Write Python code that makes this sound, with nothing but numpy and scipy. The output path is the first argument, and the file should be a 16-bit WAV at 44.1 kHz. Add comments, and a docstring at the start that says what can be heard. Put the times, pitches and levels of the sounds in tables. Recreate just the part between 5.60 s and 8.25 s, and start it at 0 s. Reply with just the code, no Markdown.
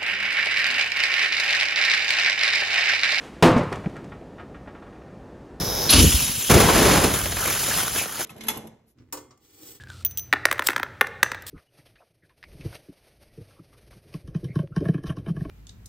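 """A pilot torch hisses from the start over the low flutter of a flame: a small rocket engine
is about to fail in a concrete test bay. The valve spurts, and the spray lights as a soft fireball and
hisses on. The engine bursts alight with a cluster of blasts, roars and crackles for half a second, and
sputters on in gusts and pops. Rushing gas is shaped noise, crackle is a shower of tiny shocks, and thumps
are fading low tones. A short echo widens the sound, and the high hiss spreads between left and right."""
import sys
import numpy as np
from scipy import signal
from scipy.fft import rfft, irfft
from scipy.io import wavfile
from scipy.ndimage import uniform_filter1d

SR = 44100
rng = np.random.default_rng(int(sys.argv[2]) if len(sys.argv) > 2 else 0)


def file_out(sig):
    """Save sig as 16-bit WAV at sys.argv[1]."""
    # one column per channel
    cols = np.atleast_2d(sig).T
    # limit, then scale
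    lim = np.clip(cols, -1, 1)
    pcm = np.round(lim * 32767).astype(np.int16)
    wavfile.write(sys.argv[1], SR, pcm)


N = 116865
T = np.arange(N) / SR
HZ = np.fft.rfftfreq(N, 1 / SR)


def amp(db):
    """Turns decibels into a number to multiply by."""
    return 10 ** (np.asarray(db) / 20)


def evened(x):
    """Scales a signal to an average power of 1."""
    return x / np.sqrt(np.mean(x ** 2) + 1e-20)


def noise():
    """A fresh, plain hiss."""
    return rng.standard_normal(N)


def across_pitch(points):
    """Joins rows of (frequency in Hz, value) into a curve, giving each octave equal room."""
    hz, value = np.transpose(points)
    return np.interp(np.log(HZ + 1), np.log(hz), value)


def level(points):
    """Joins rows of (time in seconds, level in dB) into a volume curve."""
    return amp(np.interp(T, *np.transpose(points)))


def coloured(x, tone):
    """Gives x the balance of lows and highs in a tone table, at an average power of 1."""
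    return evened(irfft(rfft(x) * amp(across_pitch(tone)), N))


def burst(start, rise_s, fade_s):
    """A quick rise, then a fall of 60 dB every fade_s seconds."""
    age = np.maximum(T - start, 0)
    return np.minimum(age / rise_s, 1) * amp(-60 * np.maximum(age - rise_s, 0) / fade_s)


def flutter(rate_hz, depth_db):
    """A volume that wavers at random, up to about the given rate."""
    wobble = irfft(rfft(noise()) * HZ / (HZ + 10) / (1 + (HZ / rate_hz) ** 2), N)
    return amp(depth_db * evened(wobble))


def turbulence(tone, rate_hz, depth_db):
    """Rushing gas that comes in uneven gusts."""
    return evened(coloured(noise(), tone) * flutter(rate_hz, depth_db))


def crackle(tone, shocks_per_s, rate_hz, depth_db, spread_db=1.5, shock_share=0.4):
    """Rushing gas mixed with clumps of small shocks of unequal size."""
    hits = rng.random(N) < shocks_per_s / SR
    sizes = amp(spread_db * np.minimum(rng.exponential(1, N), 4))
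    shocks = evened(hits * sizes * rng.choice([-1, 1], N))
    gas = np.sqrt(shock_share) * shocks + np.sqrt(1 - shock_share) * noise()
    return coloured(gas * flutter(rate_hz, depth_db), tone)


def fuzzy_tone(hz, width_hz):
    """Noise narrowed down to the sound near one pitch."""
    return evened(irfft(rfft(noise()) / (1 + ((HZ - hz) / width_hz) ** 2), N))


def spitting(x, depth_db, size=512):
    """Narrow bands of the sound flare and fade, each on its own."""
    bands = signal.stft(x, nperseg=size)[2]
    patches = uniform_filter1d(rng.standard_normal(bands.shape), size=7, axis=0)  # smooth over pitch
    patches = uniform_filter1d(patches, size=3, axis=1)  # and over time
    return evened(signal.istft(bands * amp(depth_db * evened(patches)), nperseg=size)[1][:N])


def whoomp(tone, size=600):
    """A full-bodied rush of low noise that holds its power from one moment to the next."""
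    rush = coloured(noise(), tone)
    power = uniform_filter1d(uniform_filter1d(rush ** 2, size), size)
    return rush / np.sqrt(power)


# How loud the two flames are. Each row: time in seconds, level in dB.
TORCH_VOLUME = [(.14, -26.5), (.21, -24.5), (.28, -24.5), (.38, -74)]
FLAME_VOLUME = [(0, -30.5), (.68, -33), (.86, -45), (1.04, -29), (1.6, -32), (2.0, -39), (2.38, -39),
                (2.46, -55)]
# Their lows and highs. Each row: frequency in Hz, relative strength in dB.
TORCH_TONE = [(100, -26), (420, 6), (2800, -14), (3850, -2.5), (4350, -12), (5250, 4), (7600, -13.5),
              (10500, -9.5), (12900, 1), (14300, -13)]
FLAME_TONE = [(22, -4), (75, -2), (170, -6), (360, -18.5), (16000, -51)]

def flames():
    """The pilot torch hisses briefly over the low flutter of a loose flame."""
    torch = level(TORCH_VOLUME) * turbulence(TORCH_TONE, rate_hz=230, depth_db=1.5)
    loose_flame = level(FLAME_VOLUME) * turbulence(FLAME_TONE, rate_hz=32, depth_db=3.0)
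    return torch + loose_flame


# Surges in the gas. Each row: start in seconds, pitch in Hz, level in dB.
GAS_SURGES = [(.3, 10700, -11), (0.292, 4000, -15.5), (0.385, 3050, -17), (.588, 2600, -30),
              (1.084, 1050, -14), (1.824, 1410, -27), (2.107, 1720, -26), (2.39, 2400, -26)]

def surges():
    """For a moment the gas stream takes on a pitch."""
    return sum(amp(db) * burst(start, rise_s=0.0049, fade_s=0.14) * fuzzy_tone(hz, width_hz=0.13 * hz)
               for start, hz, db in GAS_SURGES)


# How loud the valve's spurt and the spray are. Each row: time in seconds, level in dB.
SPURT_VOLUME = [(.268, -55), (.296, -16.5), (.323, -17), (.336, -10.5), (.35, -15), (.41, -18), (.48, -67)]
SPRAY_VOLUME = [(.27, -70), (.32, -29), (.41, -16), (.47, -18), (.64, -21.5), (.73, -26.5), (.95, -25),
                (1.55, -29.5), (1.71, -31), (1.87, -28), (2.19, -24), (2.29, -32.5), (2.39, -23.5),
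                (2.48, -40.5), (2.65, -29.5)]
# Their lows and highs. Each row: frequency in Hz, relative strength in dB.
SPURT_TONE = [(200, -6), (1400, -4), (1900, -10.5), (2700, -0.5), (5400, -1), (7900, -9.5), (10600, -3),
              (12500, -25)]
SPRAY_TONE = [(200, -6), (1000, -7), (1800, -7), (3050, 3), (4200, -1.5), (6300, 2), (12700, 2.5),
              (14200, -6)]
# Whistles in the spray. Each entry: pitch in Hz.
WHISTLE_PITCHES = [3050, 3110, 3800]

def propellant():
    """A shrill spurt from the opening valve settles into a spitting spray with faint whistles."""
    spurt = level(SPURT_VOLUME) * turbulence(SPURT_TONE, rate_hz=190, depth_db=1.5)
    whistles = amp(-25) * sum(fuzzy_tone(hz, width_hz=11) for hz in WHISTLE_PITCHES)
    spray = spitting(turbulence(SPRAY_TONE, rate_hz=72, depth_db=0.84), depth_db=2.5)
    return spurt + level(SPRAY_VOLUME) * (spray + whistles)


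# How loud the fireball is. Each row: time in seconds, level in dB.
FIREBALL_VOLUME = [(.3, -68), (.338, -17.5), (.45, -12), (.475, -21), (.53, -32.5), (.62, -55)]
# Its lows and highs. Each row: frequency in Hz, relative strength in dB.
FIREBALL_TONE = [(20, 0), (90, -0.5), (270, 1), (520, -18.5), (2600, -74)]

def fireball():
    """The spray lights with a soft, deep rush."""
    return level(FIREBALL_VOLUME) * whoomp(FIREBALL_TONE)


# Low thumps. Each row: start in seconds, pitch in Hz, peak level in dB.
GAS_THUMPS = [(0.352, 91, -9.5), (0.386, 87.5, -5), (0.436, 165, -12), (0.467, 79, -7), (0.544, 63.5, -8.5),
              (0.9023, 150, -13.5), (0.919, 82, -8.5), (0.949, 93, -5), (1.633, 61.6, -22),
              (1.699, 72, -23.5), (1.768, 62, -26)]

def thumps():
    """Pockets of gas catch fire, each with a short, low tone."""
    return sum(amp(db) * burst(start, rise_s=0.0026, fade_s=0.11) * np.sin(2 * np.pi * hz * (T - start))
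               for start, hz, db in GAS_THUMPS)


# How loud the sputter is. Each row: time in seconds, level in dB.
SPUTTER_VOLUME = [(1.3, -60), (1.47, -45), (1.55, -21.5), (1.6, -27), (1.745, -35), (1.84, -24.5),
                  (1.98, -26.5), (2.15, -28), (2.195, -22), (2.25, -28), (2.32, -31), (2.4, -28.5),
                  (2.45, -31.5), (2.56, -36.5), (2.615, -26.5), (2.65, -44)]
# Pops in the exhaust. Each row: start in seconds, level in dB.
EXHAUST_POPS = [(1.511, -26), (1.656, -21), (1.721, -24), (1.766, -24), (1.881, -21.5), (2.078, -26),
                (2.173, -25.5), (2.358, -25), (2.455, -28.5)]
# The lows and highs of both. Each row: frequency in Hz, relative strength in dB.
SPUTTER_TONE = [(40, -9), (120, -3), (1400, 0), (4300, -9.5), (6000, -6.5), (13000, -3.5), (14800, -12)]
POP_TONE = [(40, -16), (170, 9.5), (1400, 2.5), (15000, -13)]

def sputter():
    """The failing engine's exhaust breaks down into coarse gusts and pops."""
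    gusts = spitting(crackle(SPUTTER_TONE, shocks_per_s=900, rate_hz=76, depth_db=2.5), depth_db=2.5)
    pop_volume = sum(amp(db) * burst(start, rise_s=0.0026, fade_s=0.067) for start, db in EXHAUST_POPS)
    return level(SPUTTER_VOLUME) * gusts + pop_volume * coloured(noise(), POP_TONE)


# The engine's blasts. Each row: start in seconds, crack level in dB, boom level in dB.
ENGINE_BLASTS = [(0.894, -12.5, -18), (0.907, -11, -17), (0.936, -13, -14.5), (0.957, -31, -9),
                 (0.996, -11, -14.5), (1.433, -16, -18)]
# The lows and highs of crack and boom. Each row: frequency in Hz, relative strength in dB.
CRACK_TONE = [(800, 2.5), (4000, -6), (11000, -5), (15000, -10)]
BOOM_TONE = [(20, -24), (60, -4.5), (150, -5.5), (470, -4), (2500, -73)]

def blasts(rise_s=0.008):
    """Each blast is a bright crack over a longer boom; where blasts overlap, their powers add."""
    crack_power = sum((amp(db) * burst(start, rise_s, fade_s=0.074)) ** 2
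                      for start, db, _ in ENGINE_BLASTS)
    boom_power = sum((amp(db) * burst(start, rise_s, fade_s=0.16)) ** 2
                     for start, _, db in ENGINE_BLASTS)
    cracks = np.sqrt(crack_power) * coloured(noise(), CRACK_TONE)
    booms = np.sqrt(boom_power) * whoomp(BOOM_TONE)
    return cracks + booms


# How loud the burning engine is. Each row: time in seconds, level in dB.
ROAR_VOLUME = [(.885, -57), (.903, -16.5), (1.14, -16.5), (1.21, -14.5), (1.37, -15), (1.415, -19),
               (1.46, -18), (1.5, -25.5), (1.55, -27.5), (1.75, -100)]
# Its lows and highs. Each row: frequency in Hz, relative strength in dB.
ROAR_TONE = [(20, -5), (50, 1), (500, -1.5), (4000, -15.5), (12500, -17), (14500, -28)]

def roar():
    """The burning engine blows out gas thick with tiny shocks."""
    return level(ROAR_VOLUME) * crackle(ROAR_TONE, shocks_per_s=2500, rate_hz=54, depth_db=1.3)


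def sources():
    """Everything that burns, blows and bursts, with fresh noise on every call."""
    return flames() + fireball() + thumps() + propellant() + surges() + blasts() + roar() + sputter()


# How wide the sound is at each pitch, nearly mono around 2-4 kHz.
# Each row: frequency in Hz, level of the sides in dB compared with the middle.
STEREO_WIDTH = [(100, -16), (300, -13), (750, -5.5), (1150, -5.5), (1800, -53.5), (4200, -39.5), (5200, -7),
                (7450, -10), (9800, -19), (10800, -7), (12000, -14)]
# A left-right phase offset that spreads the high hiss. Each row: frequency in Hz, offset in radians.
STEREO_PHASE = [(4400, 0), (5500, -1), (6450, -.2), (7300, -.9), (7700, -2.9), (8700, -2.9), (10400, 0),
                (11200, 0), (12900, 3.1), (14000, 3.3), (14800, 6.28)]

def scene(echo_fade_s=0.065):
    """A short echo, added on the left and taken away on the right, widens the sound."""
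    echoes = noise() * amp(-60 * T / echo_fade_s)
    echoed = signal.fftconvolve(sources(), echoes / np.linalg.norm(echoes))[:N]
    sides = 1j * rfft(echoed)  # 1j shifts every frequency by a quarter of a cycle
    middle = rfft(sources())
    sign = np.array([[1], [-1]])  # left, right
    width = amp(across_pitch(STEREO_WIDTH))
    heard = (middle + sign * width * sides) / np.sqrt(1 + width ** 2)
    return irfft(heard * np.exp(.5j * sign * across_pitch(STEREO_PHASE)), N)


def record(dry, low_cut_hz=37, ceiling=0.97, high_cut_hz=15850):
    """The microphone sheds the deepest rumble and rounds off loud peaks; then the top hiss is cut."""
    trimmed = irfft(rfft(dry) * HZ ** 6 / (HZ ** 6 + low_cut_hz ** 6), N)
    rounded = trimmed / (1 + (trimmed / ceiling) ** 6) ** (1 / 6)
    treble_cut = signal.firwin(511, high_cut_hz, window=("kaiser", 9), fs=SR)
    return signal.oaconvolve(rounded, treble_cut[None], "same")


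dry = scene()
out = record(dry)
file_out(out)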